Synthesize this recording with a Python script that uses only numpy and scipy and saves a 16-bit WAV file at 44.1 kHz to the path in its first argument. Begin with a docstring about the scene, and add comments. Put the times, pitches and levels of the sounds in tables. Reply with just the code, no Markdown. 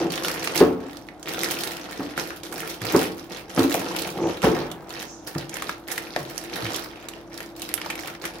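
"""Bagged desk on a metal case

Hands turn a mixing desk in its plastic bag on top of a metal equipment case, in a tiled room.
The film crackles in swarms of tiny ringing noise pops, with single sharp snaps on top.
The desk knocks and scrapes: thumps, noise cracks and random slips drive the modes of the hollow case.
A cooling fan hums underneath: wavering sine tones over coloured noise."""
import sys
import numpy as np
from scipy import signal
from scipy.fft import rfft, irfft
from scipy.io import wavfile
from scipy.ndimage import uniform_filter1d

SR = 44100
rng = np.random.default_rng(int(sys.argv[2]) if len(sys.argv) > 2 else 0)


def transcribe(u):
    """Save the signal u as a 16-bit wav file named by the first command-line argument.

    u: samples, shape (n,) or (channels, n), limited to [-1, 1]; the rate is SR.
    q: integer samples, one column per channel.
    """
    v = np.clip(np.atleast_2d(u).T, -1, 1)
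    q = np.round(v * 32767).astype(np.int16)
    wavfile.write(sys.argv[1], SR, q)


N = 370440
TIME = np.arange(N) / SR


def undb(db):
    """Decibels to gain."""
    return 10 ** (np.asarray(db) / 20)


def unit(x):
    """Scale to rms 1."""
    return x / np.sqrt(np.mean(x ** 2))


def fade(seconds, length):
    """Exponential decay with this time constant, for a length in samples."""
    return np.exp(-TIME[:length] / max(seconds, 1e-5))


def convolve(x, response):
    """Pass a sound through a response and keep its length."""
    return signal.fftconvolve(np.atleast_2d(x), np.atleast_2d(response), axes=-1)[:, :x.shape[-1]]


def colour(x, points, size=2048):
    """Causal minimum-phase filter with a (f/Hz, level/dB) spectrum and unit power gain."""
    hz, db = np.transpose(points)
    grid = np.maximum(np.fft.rfftfreq(size, 1 / SR), 1)
    log_spectrum = np.log(undb(np.interp(np.log(grid), np.log(hz), db)))
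    cepstrum = irfft(log_spectrum)
    # folding the cepstrum forward in time makes the filter causal
    cepstrum[1:size // 2] *= 2
    cepstrum[size // 2 + 1:] = 0
    response = irfft(np.exp(rfft(cepstrum)))
    return convolve(x, response / np.linalg.norm(response))


def resonate(x, hz, q):
    """Band-pass resonance."""
    hz = min(hz, SR / 3)
    return signal.lfilter(*signal.iirpeak(hz, max(q, 3 * hz / SR), fs=SR), x)


def brighten(x, db, corner_hz=6000):
    """Raise or lower the treble."""
    low = signal.sosfiltfilt(signal.butter(2, corner_hz, fs=SR, output="sos"), x)
    return low + (x - low) * undb(db)


def walk(rate):
    """Random drift with a spread near 1, through this many new values a second."""
    knots = rng.standard_normal(int(N / SR * rate) + 2)
    return np.interp(TIME * rate, np.arange(len(knots)), knots)


def pan(db):
    """Left and right gains for a level difference, positive to the left."""
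    return undb(np.array([[db], [-db]]) / 2)


def add(out, s, sound):
    """Mix a sound in at a time."""
    start = max(int(s * SR), 0)
    out[:, start:start + sound.shape[-1]] += sound[..., :N - start]


def gesture(s, rise_s, length_s, release_s):
    """Envelope of one hand movement: it builds up, holds and dies away."""
    t = TIME - s
    return np.clip(t / rise_s, 0, 1) * np.exp(-np.maximum(t - length_s, 0) / release_s)


# the hands grip, pull or smooth the bag:
# (t/s, rise/s, time from start to release/s, relative crackle level/dB, treble against that level/dB)
GRIP_MOVES = [(0.0, 0.00031, 0.0094, -32.5, -2), (0.092, 0.016, 0.5, -36, 0),
              (0.222, 0.024, 0.052, -35.5, 12), (0.551, 0.008, 0.028, -27, -2),
              (0.793, 0.022, 0.16, -48.5, -3.5), (1.251, 0.005, 0.42, -37, 0.5),
              (1.378, 0.038, 0.14, -38.5, 8.5), (1.67, 0.015, 0.44, -42.5, -2.5),
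              (2.159, 0.021, 0.027, -31, 3.5), (2.24, 0.064, 0.055, -38, 3), (2.429, 0.005, 0.03, -43, 7.5),
              (2.512, 0.045, 0.2, -39.5, 3.5), (2.795, 0.068, 0.24, -32.5, 2),
              (3.166, 0.014, 0.022, -44.5, 4), (3.284, 0.036, 0.072, -39, -4.5),
              (3.476, .01, 0.11, -44.5, 5), (3.55, 0.021, 0.076, -32, -2), (3.684, 0.018, 0.38, -36.5, 3),
              (4.134, 0.016, 0.26, -45.5, -1), (4.271, 0.014, 0.02, -35, -1),
              (4.423, 0.0074, 0.0085, -24.5, -1), (4.5, 0.045, 0.12, -38, -9.5),
              (4.852, 0.1, 0.16, -40, 0.5), (5.261, 0.009, 0.0071, -40, 5),
              (5.341, 0.064, 0.059, -39.5, -6), (5.486, 0.044, 0.22, -40.5, -1.5),
              (5.864, 0.047, 0.049, -36.5, 5.5), (5.967, 0.019, 0.87, -44.5, 1),
              (6.509, 0.017, 0.26, -36.5, 1.5), (6.83, 0.013, 0.34, -49, -15),
              (7.297, 0.044, 0.12, -44.5, 0.5), (7.545, 0.06, 0.17, -43.5, 4.5),
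              (7.742, 0.063, 0.35, -42, -2), (8.207, 0.038, 0.038, -35.5, 1),
              (8.334, .015, 0.018, -41.5, -5)]
GRIP_RELEASE_S = 0.045  # the film settles after the hand stops
REST_DB, REST_TREBLE_DB = -60.5, 2.5  # the bag stirs faintly between grips


def effort():
    """Strength of the crackle and of its treble; overlapping grips add in power."""
    body = np.full(N, undb(REST_DB) ** 2)
    treble = np.full(N, undb(REST_DB + REST_TREBLE_DB) ** 2)
    for s, rise_s, length_s, db, treble_db in GRIP_MOVES:
        power = (undb(db) * gesture(s, rise_s, length_s, GRIP_RELEASE_S)) ** 2
        body += power
        treble += power * undb(treble_db) ** 2
    return np.sqrt(body), np.sqrt(treble)


FLUTTER_S = .0045  # decay constant


def buckle(hz, pop_s, own_db, q, flutter_db=-15, tick_db=9, size=512):
    """Folds flip, one per row: a hard tick, a pop that rings at the fold's pitch, then the sheet flutters."""
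    hz, pop_s, own_db = (np.reshape(v, (-1, 1, 1)) for v in (hz, pop_s, own_db))
    noise = rng.standard_normal((len(hz), 3, size))
    ears = noise[:, :1] + 1.35 * noise[:, 1:]  # a shared part, and each ear's own
    pop = ears * (np.exp(-TIME[:size] / pop_s) + undb(flutter_db) * fade(FLUTTER_S, size))
    pop[..., 0] = undb(tick_db)
    f = np.maximum(np.fft.rfftfreq(size, 1 / SR), 1)
    ring = 1 + undb(own_db) / (1 + 1j * q * (f / hz - hz / f))
    low_cut = f / (f - .5j * hz)  # an octave below the fold's pitch
    pop = irfft(rfft(pop) * ring * low_cut)
    return pop / np.sqrt(np.mean(pop ** 2, axis=(1, 2), keepdims=True))


def small_snaps(level_db=-3.0, spread_db=3, ring_db=12, low_hz=1500, pop_s=0.002, count=190):
    """Lesser creases tick at random moments, each at a clear pitch; higher ones pop shorter."""
    out = np.zeros((2, N))
    when, pitch, size, place = rng.random((count, 4)).T
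    pops = buckle(low_hz * 3.5 ** pitch, pop_s * 2 ** -pitch, ring_db, q=3.7, size=1024)
    levels_db = level_db + spread_db * (2 * size - 1)
    for s, pop, db, side_db in zip(when * N / SR, pops, levels_db, 6 * (place - .5)):
        add(out, s, pop * undb(db) * pan(side_db))
    return out


# colour of the crackling film: (f/Hz, relative level/dB)
FILM_COLOUR = [(59, -13), (100, 11), (230, 12.5), (335, 8.5), (524, -1), (608, 3.5), (910, -6), (1870, -9),
               (6020, -17.5), (7290, -27.5), (11900, -26), (14700, -36), (16000, -40)]


def crackle(strength, treble, own_db=10, own_spread_db=8, rub_db=-14.5, treble_db=2.5, level_db=1.0,
            count=7500):
    """Many folds, each with its own pitch and place, buckle at random over the hiss of rubbing film."""
    when, pitch, size, purity, place = rng.random((count, 5)).T
    hz = 900 * 16 ** pitch
    pop_s = .0004 + 1.2 / hz
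    pops = buckle(hz, pop_s, own_db + own_spread_db * (2 * purity - 1), q=3.9)
    size_db = np.minimum(-5.5 * np.log(1 - size), 19)  # many small pops, few big ones
    gains = undb(size_db) * (hz / 4000) ** .4
    bursts = np.cumsum(undb(3 * walk(45)))  # folds give way in little avalanches
    times = np.searchsorted(bursts, when * bursts[-1]) / SR
    swarm = np.zeros((2, N))
    for s, pop, gain, side in zip(times, pops, gains, place - .5):
        add(swarm, s, pop * gain * np.array([[1 + side], [1 - side]]))
    hiss = undb(rub_db) * rng.standard_normal((2, N))
    swarm = colour(unit(swarm) + hiss, FILM_COLOUR)
    swarm = signal.sosfilt(signal.butter(2, 420, "high", fs=SR, output="sos"), swarm)
    # even the power over 50 ms, so the work of the hands sets what the swarm releases
    swarm /= np.sqrt(uniform_filter1d(np.mean(swarm ** 2, axis=0), SR // 20))
    swarm += small_snaps()
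    low = brighten(swarm, -np.inf)
    return (low * strength + (swarm - low) * treble * undb(treble_db)) * undb(level_db)


# low wavering hum tones: (f/Hz, rms level before the waver/dB)
HUM_TONES = [(50, -59), (304, -51.5)]
# colour of the fan's air: (f/Hz, relative level/dB)
AIR_COLOUR = [(15, -67), (25, -22), (60, -13.5), (195, -9.5), (480, -12.5), (690, -10), (1000, -17.5),
              (1400, -21.5), (2500, -43), (15000, -50)]
# the desk muffles the fan's vents until it is lifted off
FAN_COVERED_DB, FAN_OPEN_DB, LIFT_S, LIFT_LENGTH_S = -53, -47.5, 2.7, 0.29


def fan(blade_hz=337.5, air_db=-46, waver_db=2, wobble=0.0033):
    """Wavering tones over the soft rush of air; the main tone grows as the vents are uncovered."""
    def tone(hz):
        """Sine of rms 1 before its level wavers; pitch and level drift at random."""
        drifting_hz = hz * (1 + wobble * walk(30))
        return np.sqrt(2) * np.sin(2 * np.pi * np.cumsum(drifting_hz) / SR) * undb(waver_db * walk(7))
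    blade_db = np.interp(TIME, [LIFT_S, LIFT_S + LIFT_LENGTH_S], [FAN_COVERED_DB, FAN_OPEN_DB])
    tones = tone(blade_hz) * undb(blade_db) + sum(tone(hz) * undb(db) for hz, db in HUM_TONES)
    air = colour(rng.standard_normal(N) + 0.49 * rng.standard_normal((2, N)), AIR_COLOUR)
    return tones + undb(air_db) * unit(air)


# modes of the hollow case: (f/Hz, relative level/dB, t60/s)
CASE_MODES = [(184, -18, 0.5), (252, -4, 0.65), (282.7, 1, 0.56), (302.5, 1, 0.33), (332.7, -1.5, 0.2),
              (359.8, 1, 0.31), (386, -2, 0.07), (445.4, 2, 0.24), (531.3, -2, 0.16), (576, -4.5, 0.18),
              (718, -7, 0.22), (820, -34, 0.19), (1100, -10, 0.4), (1336, -20, 0.41)]


def case_ring(spot_hz, focus_db=5):
    """Response of the hollow case; a mode weakens by focus_db per octave from the struck spot's pitch."""
    t = TIME[:SR]
    ring = 0
    for k, (hz, db, t60) in enumerate(CASE_MODES):
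        mode_db = db - focus_db * abs(np.log2(hz / spot_hz)) - 60 * t / t60
        ring = ring + (-1) ** k * undb(mode_db) * np.sin(2 * np.pi * hz * t)
    return ring


# colour of the scrape: (f/Hz, relative level/dB)
SCRAPE_COLOUR = [(35, -68), (60, -27), (189, -8), (219, -19.5), (335, 2), (382, -9.5), (757, -13),
                 (1300, -29.5), (3790, -44), (6000, -80)]
# the desk is pushed across the lid: (t/s, rise/s, time from start to release/s, relative level/dB)
PUSH_MOVES = [(0.0, 0.00072, 0.077, -29), (0.183, 0.027, 0.66, -42), (1.27, 0.27, 0.18, -34.5),
              (2.474, 0.046, 0.083, -39.5), (2.824, 0.15, 0.3, -37.5), (3.605, 0.051, 0.49, -38),
              (4.132, 0.12, 0.14, -23), (4.49, 0.071, 0.11, -29.5)]
PUSH_RELEASE_S = 0.04
UNDER_RUB_DB = -2.5  # a faint low rubbing under the crackle rises and falls with each grip


def slide(strength, rate=900, ring_db=-8, scrape_db=-1, level_db=1.0):
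    """Stick and slip on the lid, plus a low rubbing under the crackle: random slips ring the case."""
    slips = (rng.random(N) < rate / SR) * rng.standard_normal(N)  # about `rate` a second
    lid = unit(convolve(slips, case_ring(spot_hz=490, focus_db=7)))
    rub = undb(scrape_db) * unit(colour(slips, SCRAPE_COLOUR)) + undb(ring_db) * lid
    rub /= np.sqrt(uniform_filter1d(rub ** 2, SR // 40) + 1e-3)  # a steady push keeps its power even
    push = sum(undb(db) * gesture(s, rise_s, length_s, PUSH_RELEASE_S)
               for s, rise_s, length_s, db in PUSH_MOVES)
    return undb(level_db) * rub * np.hypot(push, undb(UNDER_RUB_DB) * strength)


# colour of the dull crack at the contact: (f/Hz, relative level/dB)
CONTACT_COLOUR = [(40, -12), (120, 4), (300, -0.5), (700, 2.5), (1500, -7), (2800, -19), (6000, -38),
                  (15000, -25)]
# the desk knocks on the case: (t/s, thump level/dB, ring trim/dB, crack trim/dB,
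# pitch of the struck spot f/Hz, clatter decay constant/s)
KNOCK_HITS = [(.008, -15.5, -3, -4, 345, 0.045), (0.043, -17.5, -0.5, -9, 333, 0.028),
              (.6055, -8.5, -6, 6, 390, 0.0096), (0.6101, -2, 2.5, 5, 365, 0.041),
              (0.846, -26.5, 4.5, -10, 280, 0.053), (1.9935, -16.5, -3, -1, 293, 0.036),
              (2.0037, -18, -4, 4, 288, 0.026), (2.176, -25.5, -7, 5, 566, 0.032),
              (2.937, -14, -8, 7, 290, 0.044), (2.947, -4, -4.5, 3, 364, 0.019),
              (2.965, -10.5, -12, 1, 269, 0.025), (3.576, -11.5, -7, 11, 316, 0.018),
              (3.591, -7.5, 0, -5, 284, .025), (3.633, -13.5, -2.5, 2, 285, 0.036),
              (3.6477, -12, -1, -7, 280, 0.015), (3.746, -11, -11, 0.5, 670, 0.0044),
              (4.44, -13, 4, 15.5, 516, 0.02), (4.463, -8.5, 2.5, 8.5, 420, 0.096),
              (4.515, -13.5, 0.5, -10, 340, 0.034), (5.358, -21, -7, 8, 300, 0.017),
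              (6.1636, -13, -8.5, -2, 660, 0.0031)]


def knocks(ring_db=-15, crack_db=-17, crack_s=0.015, rattle_db=-10, thump_cycles=2.66, rise_share=0.037,
           chatter=0.24):
    """Each blow dents the lid in a round thump, rings the case and lets the desk's feet clatter."""
    out = np.zeros((2, N))
    for s, db, boom_db, hard_db, spot_hz, clatter_s in KNOCK_HITS:
        # the longer the desk rocks, the softer the contact begins
        contact = 1 - fade(rise_share * clatter_s, SR)
        thump = np.sin(2 * np.pi * spot_hz * TIME[:SR]) * fade(thump_cycles / spot_hz, SR) * contact
        rebounds = rng.standard_normal(SR) * fade(clatter_s, SR)
        blow = signal.unit_impulse(SR) + chatter * rebounds / np.linalg.norm(rebounds)
        body = convolve(blow, case_ring(spot_hz))
        body /= np.std(body[:, :SR // 10])
        grit = rng.standard_normal(SR) + 0.34 * rng.standard_normal((2, SR))
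        decay = fade(min(crack_s, clatter_s / 3), SR) + undb(rattle_db) * fade(2 * clatter_s, SR)
        crack = colour(grit * contact * decay, CONTACT_COLOUR)
        crack *= np.sqrt(SR / 100) / np.linalg.norm(crack[0])
        ring = undb(ring_db + boom_db) * body
        add(out, s, undb(db) * (thump + ring + undb(crack_db + hard_db) * crack))
    return out


# colour of a snapping crease: (f/Hz, relative level/dB)
CREASE_COLOUR = [(150, -3), (600, 8), (2000, 2.5), (5000, -1.5), (8000, -1), (12500, -0.5), (16000, -17)]
# large creases that snap through:
# (t/s, relative level/dB, relative treble/dB, pitch of the fold f/Hz, crunch decay constant/s)
SNAP_HITS = [(0.12, -31, -14, 2050, .001), (0.138, -25.5, -12, 3120, 0.0032),
             (0.178, -24, -24, 3150, 0.0009), (0.248, -21, -5, 1500, 0.0015),
             (0.283, -21, -7, 2400, 0.0021), (0.445, -24, 0, 2280, 0.0053),
             (.474, -17.5, -16, 2720, 0.0025), (0.558, -18, -3, 2300, 0.0016), (.576, -17, 6, 4240, 0.0048),
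             (0.596, -25, 5, 3460, .001), (0.97, -34, -3, 4390, .003), (1.087, -33, -30, 1940, 0.0018),
             (1.2286, -31.5, -15, 6460, 0.002), (1.258, -34, -14, 3030, 0.0032),
             (1.2915, -26.5, -15, 4800, .0012), (1.434, -17.5, -2, 2000, 0.00085),
             (1.444, -18, -6, 5100, 0.0069), (1.517, -24.5, 1, 1830, .0008),
             (1.636, -21.5, 1, 3500, 0.00091), (1.769, -32, -3, 3020, .0008),
             (2.1774, -19.5, -9, 1620, 0.0018), (2.186, -28, -10, 1700, .0015),
             (2.435, -31, -2, 4620, 0.00098), (2.525, -27.5, 0, 1410, 0.0066),
             (2.817, -26, -4, 2070, 0.003), (3.02, -23.5, -23, 1520, 0.0018),
             (3.593, -19, -6, 4260, 0.0031), (3.718, -24.5, -21, 2060, 0.0021),
             (3.742, -17, 2, 2520, 0.0018), (3.963, -20.5, -6, 2780, 0.0077),
             (4.02, -23.5, 3, 3400, 0.0012), (4.419, -26.5, -8, 2500, 0.0038),
             (4.715, -28, -2, 3140, 0.0051), (4.905, -32, -18, 3720, 0.0012),
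             (5.027, -28, -7, 1750, 0.0016), (5.35, -30, -22, 1440, 0.0022),
             (5.382, -27.5, -9, 5000, 0.0023), (5.494, -29, -9, 6160, 0.0024),
             (5.5416, -25, 1, 6100, 0.0015), (5.569, -24.5, -8, 1900, 0.0014),
             (5.623, -22, -5.5, 1270, 0.00047), (5.694, -18.5, -13, 1410, 0.0021),
             (5.884, -28.5, -7, 2120, 0.0018), (5.916, -21.5, 3, 1670, 0.008),
             (5.9785, -18.5, -6, 2000, 0.0043), (6.1623, -18, -17, 1740, 0.00099),
             (6.379, -22, -4, 5500, 0.00075), (6.665, -24.5, -14, 3000, 0.0053),
             (6.745, -25, -8, 3200, 0.00092), (6.761, -22, 5, 5450, 0.0051), (6.958, -39, -14, 2600, .002),
             (7.086, -27.5, 1, 3840, 0.0052), (7.136, -36, -14, 2800, .002),
             (7.377, -30.5, 1, 4500, 0.0018), (7.4045, -27.5, -10, 1900, 0.0015),
             (7.596, -34, 7, 3420, 0.00098), (7.619, -25, 0, 3940, 0.0037), (7.69, -27.5, -2, 4220, .0012),
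             (7.74, -15, -12.5, 11800, 0.00048), (7.778, -26.5, -16, 2560, 0.0034),
             (7.816, -24.5, -17, 2800, 0.0011), (7.86, -26, -22, 880, 0.0099),
             (7.901, -19.5, -10, 2340, 0.01), (7.955, -28, 0, 2400, 0.0022),
             (7.991, -30.5, -10, 2180, .0025), (8.035, -33, -25, 1930, 0.00089),
             (8.075, -29, 3, 1900, 0.0007), (8.08, -28.5, -13, 2100, .003), (8.15, -33, -22, 2060, 0.0027),
             (8.24, -26.5, -16, 1610, 0.009), (8.253, -20.5, -1, 1900, 0.0069)]


def snaps(treble_db=6, level_db=-9, ring_db=9, ring_q=4):
    """Large creases snap or crunch through one at a time, each ringing briefly at its own pitch."""
    out = np.zeros((2, N))
    for s, db, bright_db, hz, length_s in SNAP_HITS:
        pop = buckle(hz, length_s, ring_db, ring_q, flutter_db=-6.5, tick_db=14.5, size=1024)
        pop = brighten(colour(pop[0], CREASE_COLOUR), bright_db + treble_db)
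        add(out, s, unit(pop) * undb(db + level_db) * pan(2 * rng.standard_normal() - 1))
    return out


# soft bumps of the hands and the desk's weight: (t/s, level/dB, centre of the sagging pitch f/Hz)
BUMP_HITS = [(2.808, -32, 110), (3.577, -30, 104), (4.44, -28.5, 64.4), (5.345, -27.5, 144),
             (6.19, -35, 143), (6.621, -30.5, 113)]


def bumps(swell_s=0.025, level_db=0, sag=0.35, thud_db=-8):
    """A soft palm gives a dull thud and wakes one low resonance, which sags as the pressure eases."""
    out = np.zeros((2, N))
    for s, db, hz in BUMP_HITS:
        sagging_hz = hz * (1 + sag * (fade(2 * swell_s, SR) - .5))
        tone = np.sin(2 * np.pi * np.cumsum(sagging_hz) / SR)
        thud = unit(colour(rng.standard_normal(SR), [(30, -12), (70, 0), (200, 6), (500, -23), (3000, -52)]))
        press = (np.e * TIME[:SR] / swell_s * fade(swell_s, SR)) ** 2  # peaks at 1 after swell_s
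        add(out, s, undb(db + level_db) * (tone + undb(thud_db) * thud) * press)
    return out


# a hand glides over taut film: (t/s, rise/s, time from start to release/s, level/dB)
GLIDE_MOVES = [(4.19, 0.03, 0.087, -46), (5.045, 0.039, 0.09, -44.5)]


def glide(hz=6100, q=4, release_s=0.066):
    """Skin on taut film gives a brief narrow hiss: noise through two equal resonances."""
    touch = sum(undb(db) * gesture(s, rise_s, length_s, release_s)
                for s, rise_s, length_s, db in GLIDE_MOVES)
    hiss = resonate(resonate(rng.standard_normal((2, N)), hz, q), hz, q)
    return unit(hiss) * touch


BAG_PAN_DB = -0.94  # left against right


def shaded(film):
    """The bag lies a little to the right, so its treble is weaker on the left."""
    return np.array([film[0] - .5 * resonate(film[0], 7400, 0.8), film[1]]) * pan(BAG_PAN_DB)


# reverberation of the tiled room: (f/Hz, t60/s)
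ROOM_DECAY = [(150, 0.66), (600, 0.32), (2500, 0.25), (6000, 0.16), (14000, 0.19)]


def room(x, wet_db, wide_hz=900):
    """Tiles and walls return a dense noise tail, alike in both ears in the bass."""
    hz, t60 = np.transpose(ROOM_DECAY)
    f, t, (mid, side) = signal.stft(rng.standard_normal((2, SR * 2 // 3)), SR)
    width = np.minimum(f / wide_hz, 1)[:, None]
    decay = undb(-60 * t / np.interp(f, hz, t60)[:, None])
    tail = signal.istft(np.array([mid + width * side, mid - width * side]) * decay, SR)[1]
    tail[:, :SR // 500] = 0  # the tail waits 2 ms
    return x + undb(wet_db) * convolve(x, tail / np.linalg.norm(tail[0]))


def scene():
    """Bag and case in the room, over the fan; the large creases face the microphone and sound drier."""
    strength, treble = effort()
    rustle = room(shaded(crackle(strength, treble) + glide()), wet_db=-2.0)
    case = room(knocks() + slide(strength), wet_db=-7) + room(bumps(), wet_db=-11)
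    creases = room(shaded(snaps()), wet_db=-7.5)
    return rustle + creases + case + fan()


TOP_HZ = 15700


def record(dry):
    """The right port hears 2 samples later; the phone clips at full scale and cuts deep bass and top."""
    dry = np.array([dry[0], np.pad(dry[1], (2, 0))[:N]])
    dry = signal.sosfilt(signal.butter(2, 38, "high", fs=SR, output="sos"), np.clip(dry, -1, 1))
    return signal.sosfilt(signal.ellip(8, .2, 70, TOP_HZ, fs=SR, output="sos"), dry)


dry = scene()
out = record(dry)
transcribe(out)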